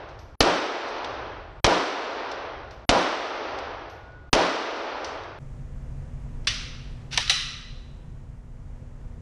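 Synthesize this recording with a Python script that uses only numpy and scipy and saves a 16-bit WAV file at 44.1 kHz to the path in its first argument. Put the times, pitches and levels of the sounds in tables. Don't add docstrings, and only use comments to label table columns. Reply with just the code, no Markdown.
import sys
import numpy as np
from scipy import signal
from scipy.fft import rfft, irfft
from scipy.io import wavfile
from scipy.ndimage import uniform_filter1d

SR = 44100
rng = np.random.default_rng(int(sys.argv[2]) if len(sys.argv) > 2 else 0)


def decibels_to_gain(level_db):
    exponent = np.asarray(level_db, float) / 20
    return 10 ** exponent


def master(y):
    cut = np.clip(np.atleast_2d(y).T, -1, 1)
    pcm = np.round(cut * 32767)
    wavfile.write(sys.argv[1], SR, pcm.astype(np.int16))


N = 406161

# start in seconds, level in dB, booth wall echo in dB,
# length of the drop-out before the blast in seconds.
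BLASTS = [
    (-.96, 0., -8, .04),
    (.4054, 0., -9, .052),
    (1.6438, 0., -5, .042),
    (2.8916, 0., -15, .04),
    (4.3296, 0., -7, .036),
]
# frequency in Hz, level in dB per Hz.
CRACK_SPECTRUM = [(30, -14), (90, -5), (170, -8), (320, -2), (450, -5), (800, -.5), (1500, -9), (2600, -8),
                  (5900, -12), (7000, -22), (10000, -32), (13000, -56), (14500, -95)]
# frequency in Hz, level in dB per Hz.
ROAR_SPECTRUM = [(25, -28), (50, -18), (110, -14), (170, -19), (300, -7.5), (600, -5), (900, -7.5),
                 (1500, -9.5), (1900, -13.5), (3200, -16.5), (5900, -22), (6700, -33), (10900, -44.5),
                 (12300, -72)]
# frequency in Hz, t60 in seconds.
HALL_DECAY = [(50, .5), (150, .56), (300, 1.08), (800, 1.15), (2000, 1.06), (4500, .95), (7500, .75),
              (12000, .52)]
# frequency in Hz, level in dB per Hz.
BOOM_SPECTRUM = [(100, -36), (190, -14), (290, -3), (550, -1), (800, -2), (1150, -6), (2000, -35),
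                 (16000, -90)]
# frequency in Hz, width in Hz, level in dB.
LANE_WAVES = [(191, 24, -6), (279, 16, -5), (338, 16, -3), (377, 20, -2), (495, 18, -1), (533, 18, -2),
              (619, 18, -3), (672, 18, -2), (798, 22, -5), (967, 20, -3), (1159, 26, -7)]
# frequency in Hz, level in dB per Hz.
NEAR_AIR_SPECTRUM = [(15, -20), (30, -2), (60, .1), (120, -5), (180, -19), (350, -18), (1200, -29),
                     (2500, -41), (6000, -52), (9000, -61), (14000, -80)]
# start in seconds, tick level in dB, tick frequency in Hz,
# smear level in dB, brass ring level in dB.
CASE_BOUNCES = [(.088, -54, 5200, -9, -95), (.19, -51, 5600, -9, -73), (.8834, -47, 8000, -35, -110),
                (.897, -52, 9000, -35, -110), (.9824, -46, 6000, -30, -110), (1.0445, -32, 3500, -16, -110),
                (2.0444, -45, 6000, -25, -110), (2.3146, -32, 4500, -20, -82),
                (2.7082, -42, 4500, -16, -78), (3.5862, -34, 4800, -26, -84), (3.897, -50, 5400, -10, -71),
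                (4.12, -60, 3000, -18, -110), (5.0444, -29, 5400, -16, -95), (5.2344, -43, 4500, -18, -110)]
# frequency in Hz, level in dB, t60 in seconds.
BRASS_MODES = [(5300, -3, .2), (11420, -2, .3), (11540, -1, .45)]
# frequency in Hz, level in dB.
PORT_RESPONSE = [(300, -20), (1500, -4), (2500, .1), (6000, .1), (6800, -11), (11000, -18), (13000, -45),
                 (16000, -85)]
# frequency in Hz, level in dB per Hz.
FAR_AIR_SPECTRUM = [(12, -25), (25, -1), (45, -4), (90, -9), (150, -12), (190, -23), (300, -29),
                    (500, -31.5), (1000, -38), (2000, -44.5), (4200, -56.5), (7000, -54.5), (10000, -63),
                    (14000, -77)]
# frequency in Hz, width in Hz, level in dB.
FAN_TONES = [(32, 7, -7), (135, 5, -9), (511, 3, -30), (630, 4, -35), (964, 6, -39)]
# frequency in Hz, level in dB.
MOTOR_HUM = [(239.8, -13.5), (479.6, -31)]
# start in seconds, level in dB, clatter t60 in seconds,
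# brightness in dB per octave, slide ring level in dB.
STEEL_CLACKS = [
    (6.445, -50, .05, -1.5, -40),
    (6.4702, -16.5, .085, -.2, -40),
    (7.1738, -10, .04, .8, -28),
    (7.277, -28, .03, .5, -8),
    (7.2952, -11.5, .075, 2.2, -16),
]
# frequency in Hz, level in dB per Hz.
STEEL_SPECTRUM = [(150, -50), (300, -31), (950, -23), (1200, -10), (1800, -9), (2700, -4), (4200, -6),
                  (6000, -7), (6700, -20), (10000, -28), (12000, -42), (14500, -85)]
# frequency in Hz, width in Hz, level in dB.
SLIDE_MODES = [(1362, 140, -4), (2003, 90, -1), (3050, 120, -6), (3965, 90, -2), (4075, 130, -1),
               (9851, 200, -5)]
# start in seconds, length in seconds, level in dB.
SLIDE_STROKES = [
    (7.103, .068, -29),
    (7.172, .065, -29),
    (7.235, .06, -39),
]
# frequency in Hz, width in Hz, level in dB.
MAGAZINE_MODES = [(1920, 120, -9), (2940, 220, .1), (3500, 200, -4), (4500, 250, -4), (5770, 250, -8)]
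# start in seconds, frequency in Hz,
# width in Hz, level in dB, t60 in seconds.
BODY_KNOCKS = [(6.471, 500, 400, -40, .08), (7.125, 900, 400, -45, .3), (7.174, 900, 320, -23, .09),
               (7.175, 300, 80, -41, .1), (7.296, 790, 120, -33, .12), (7.296, 550, 60, -37, .12),
               (7.296, 3990, 150, -38.5, 1.05), (7.174, 1780, 120, -30, .15)]

BLOOM_S = .042
CUT_S = 5.3885


def evened(x):
    return x / np.sqrt(np.mean(x ** 2) + 1e-20)


def read(points, hz):
    f, value = np.transpose(points)
    return np.interp(np.log(hz + 1), np.log(f + 1), value)


def add(mix, s, sound):
    at = round(s * SR)
    sound = sound[max(-at, 0):]
    part = mix[max(at, 0):][:len(sound)]
    part += sound[:len(part)]


def coloured(x, points, tilt_db=0.):
    hz = np.fft.rfftfreq(8192, 1 / SR)
    log_gain = np.log(decibels_to_gain(read(points, hz) + tilt_db * np.log2(hz / 3000 + 1e-3)))
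    both_sides = np.r_[log_gain, log_gain[-2:0:-1]]
    response = np.exp(np.conj(signal.hilbert(both_sides))[:len(hz)])
    taps = irfft(response)[:4096]
    return signal.oaconvolve(x, taps / np.linalg.norm(taps))[:len(x)]


def resonate(x, hz, width):
    r = np.exp(-np.pi * width / SR)
    return evened(signal.lfilter([1], [1, -2 * r * np.cos(2 * np.pi * hz / SR), r * r], x))


def dying(noise, stretch=1.):
    hz = np.fft.rfftfreq(len(noise), 1 / SR)
    t = np.arange(len(noise)) / SR
    spectrum = rfft(noise)
    out = np.zeros(len(noise))
    for k, (_, t60) in enumerate(HALL_DECAY):
        share = read([(f, float(k == j)) for j, (f, _) in enumerate(HALL_DECAY)], hz)
        out += irfft(spectrum * share, len(t)) * decibels_to_gain(-60 * t / (stretch * t60))
    return out


def rings(modes, t):
    return sum(decibels_to_gain(db - 60 * t / t60) * np.sin(2 * np.pi * (hz * t + rng.random())) for hz, db, t60 in modes)


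def swell(rate_hz):
    t = np.arange(0, N + 64, 64) / SR
    rates = np.geomspace(.4, rate_hz, num=12)
    slow = sum(np.sin(2 * np.pi * (f * t + rng.random())) / np.sqrt(f) for f in rates)
    return np.interp(np.arange(N) / SR, t, evened(slow))


def air(points):
    hz = np.fft.rfftfreq(N, 1 / SR)
    return evened(irfft(rfft(rng.standard_normal(N)) * decibels_to_gain(read(points, hz)), N))


def shots():
    out = np.zeros(N)
    t = np.arange(2 * SR) / SR
    u = t[:SR // 2]
    paths = rng.standard_normal(len(t))
    bloom = 1 - np.exp(-(u / BLOOM_S) ** 2)
    fill = 1 - np.exp(-t / .028)
    for s, db, echo_db, _ in BLASTS:
        rattle = rng.standard_normal(len(u)) * np.minimum(u / .0003, 1)
        crack = decibels_to_gain(20.5) * coloured(rattle * decibels_to_gain(-60 * u / .068), CRACK_SPECTRUM)
        snap = decibels_to_gain(15) * coloured(rattle * decibels_to_gain(-60 * u / .026), CRACK_SPECTRUM, tilt_db=1.1)
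        bench = -decibels_to_gain(23) * np.exp(-((u - .0068) / .00045) ** 2)
        wall_echo = decibels_to_gain(db + echo_db - 60 * u / .03) * (crack + snap)
        add(out, s + .0215, wall_echo)
        push = np.cos(2 * np.pi * 43 * u) * np.exp(-u / .022) * (1 - np.exp(-u / .0006))
        noise = .75 * paths + .65 * rng.standard_normal(len(t))
        boom = coloured(decibels_to_gain(20.5 - 60 * u / .3) * bloom * noise[-len(u):], BOOM_SPECTRUM)
        add(out, s, decibels_to_gain(db) * (crack + snap + bench + decibels_to_gain(10) * push + boom))
        add(out, s, decibels_to_gain(db + 12.8) * coloured(dying(noise) * fill, ROAR_SPECTRUM))
    return out


def lanes():
    out = np.zeros(N)
    t = np.arange(SR) / SR
    n = rng.standard_normal(len(t))
    waves = sum(decibels_to_gain(db) * resonate(resonate(n, hz, width), hz, 3 * width) for hz, width, db in LANE_WAVES)
    bloom = 1 - np.exp(-(t / BLOOM_S) ** 2)
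    for s, db, *_ in BLASTS:
        add(out, s, decibels_to_gain(db + 8 - 60 * t / .42) * bloom * waves)
    return out


def near_air():
    opened = .5 + .5 * np.tanh((np.arange(N) / SR - 3.3) / .3)
    whistle_db = -63 + 3.5 * opened + 3. * swell(40)
    whistle_hz = 1450 + 24 * swell(60)
    whistle = decibels_to_gain(whistle_db) * np.sin(2 * np.pi * np.cumsum(whistle_hz) / SR)
    return decibels_to_gain(-46.5 + 1.5 * swell(8)) * air(NEAR_AIR_SPECTRUM) + whistle


def cases():
    out = np.zeros(N)
    t = np.arange(SR // 2) / SR
    for s, db, hz, smear_db, ring_db in CASE_BOUNCES:
        tick = coloured(resonate(rng.standard_normal(len(t)), hz, 3400), PORT_RESPONSE)
        shape = (np.exp(-t / .004) + decibels_to_gain(smear_db) * np.exp(-t / .1)) * (1 - np.exp(-t / .0008))
        add(out, s, decibels_to_gain(db) * evened(tick) * shape)
        add(out, s, decibels_to_gain(ring_db) * rings(BRASS_MODES, t) * (1 - np.exp(-t / .004)))
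    return out


def body_camera():
    rest_db, dive_db, recover_s, recover_shape = 2.2, -32, .66, 2.6
    t = np.arange(N) / SR
    gain_db, live = np.zeros(N), np.ones(N)
    for s, *_, gap_s in BLASTS:
        after, before = t >= s, t < s
        gain_db[after] = rest_db + dive_db * np.exp(-((t[after] - s) / recover_s) ** recover_shape)
        live[before] *= np.clip(1 - (t[before] - s + gap_s) / .003, 0, 1)
    blasts = (shots() + lanes()) * decibels_to_gain(gain_db)
    heard = blasts + near_air() * decibels_to_gain(.62 * gain_db) + cases()
    limited = .66 * np.tanh(heard / .66)
    held = signal.lfilter([1 - .993], [1, -.993], limited * live)
    return live * limited + (1 - live) * (held + decibels_to_gain(-80) * air(NEAR_AIR_SPECTRUM))


def far_air():
    t = np.arange(N) / SR
    tones = sum(decibels_to_gain(db) * resonate(rng.standard_normal(N), hz, width) for hz, width, db in FAN_TONES)
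    hum = sum(decibels_to_gain(db) * np.sin(2 * np.pi * hz * t + .4 * swell(3)) for hz, db in MOTOR_HUM)
    since = np.maximum(t - 7.17, 0)
    duck_db = -6 * (1 - np.exp(-since / .1)) * np.exp(-since / 2.2)
    return decibels_to_gain(-37.5 + duck_db + .7 * swell(6)) * (decibels_to_gain(.5) * air(FAR_AIR_SPECTRUM) + tones + hum)


def slide_tinted(noise, ring_db):
    return noise + decibels_to_gain(ring_db) * sum(decibels_to_gain(db) * resonate(noise, hz, width) for hz, width, db in SLIDE_MODES)


def handling():
    out = np.zeros(N)
    t = np.arange(SR) / SR
    for s, db, t60, tilt_db, ring_db in STEEL_CLACKS:
        hall_db = -12.5 + 7.5 * np.log2(t60 / .08)
        steel, echo = (slide_tinted(n, ring_db) for n in rng.standard_normal((2, len(t))))
        clatter = steel * decibels_to_gain(-60 * t / t60) * np.minimum(t / .002, 1)
        hall = decibels_to_gain(hall_db) * dying(echo, stretch=.93) * (1 - np.exp(-t / .01))
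        add(out, s, decibels_to_gain(db) * coloured(clatter + hall, STEEL_SPECTRUM, tilt_db=tilt_db))
    u = t[:SR // 5]
    for s, length, db in SLIDE_STROKES:
        hiss, chance = rng.standard_normal((2, len(u)))
        grains = hiss * decibels_to_gain(1.8 * evened(uniform_filter1d(chance, size=90)))
        rise, sag = np.minimum(u / .027, 1) ** 2, decibels_to_gain(-7 * u / length)
        push = rise * sag * np.clip((length - u) / .008 + 1, 0, 1)
        add(out, s, decibels_to_gain(db) * push * coloured(evened(grains), STEEL_SPECTRUM, tilt_db=-.6))
    return out


def magazine():
    out = np.zeros(N)
    t = np.arange(SR // 4) / SR
    n = rng.standard_normal(len(t))
    modes = (decibels_to_gain(db) * resonate(resonate(n, hz, width), hz, 3 * width) for hz, width, db in MAGAZINE_MODES)
    body = evened(sum(modes))
    add(out, 6.4705, decibels_to_gain(-23 - 60 * t / .2) * np.minimum(t / .001, 1) * body)
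    return out


def knocks():
    out = np.zeros(N)
    t = np.arange(SR) / SR
    for s, hz, width, db, t60 in BODY_KNOCKS:
        body = resonate(resonate(rng.standard_normal(len(t)), hz, width), hz, width)
        add(out, s, decibels_to_gain(db - 60 * t / t60) * body * (1 - np.exp(-t / .002)))
    return out


def scene():
    t = np.arange(N) / SR
    rear = (far_air() + handling() + magazine() + knocks()) * np.clip((t - CUT_S) / .02, 0, 1)
    return np.where(t < CUT_S, body_camera(), rear)[None]


def starved(x):
    lowest_hz, floor_db, chance_db = 6600, -48, 9.
    hz, _, z = signal.stft(x, SR, nperseg=2048)
    band = np.arange(len(hz)) // 8
    power = np.add.reduceat(abs(z) ** 2, np.arange(0, len(hz), 8), axis=1)
    chance = evened(uniform_filter1d(rng.standard_normal(power.shape), size=5, axis=2))
    loudest = power[:, 2:].max(axis=1, keepdims=True)
    floor = loudest * decibels_to_gain(2 * (floor_db + chance_db * chance))
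    empty = (power < floor)[:, band] & (hz > lowest_hz)[:, None]
    return x - signal.istft(z * empty, SR, nperseg=2048)[1][:, :N]


def roll_off(x):
    return signal.sosfilt(signal.butter(12, 15700, fs=SR, output="sos"), x)


def record(dry):
    edge = signal.firwin(101, 14700, fs=SR)
    mix = signal.oaconvolve(starved(dry), edge[None], "same")
    return roll_off(mix)


dry = scene()
out = record(dry)
master(out)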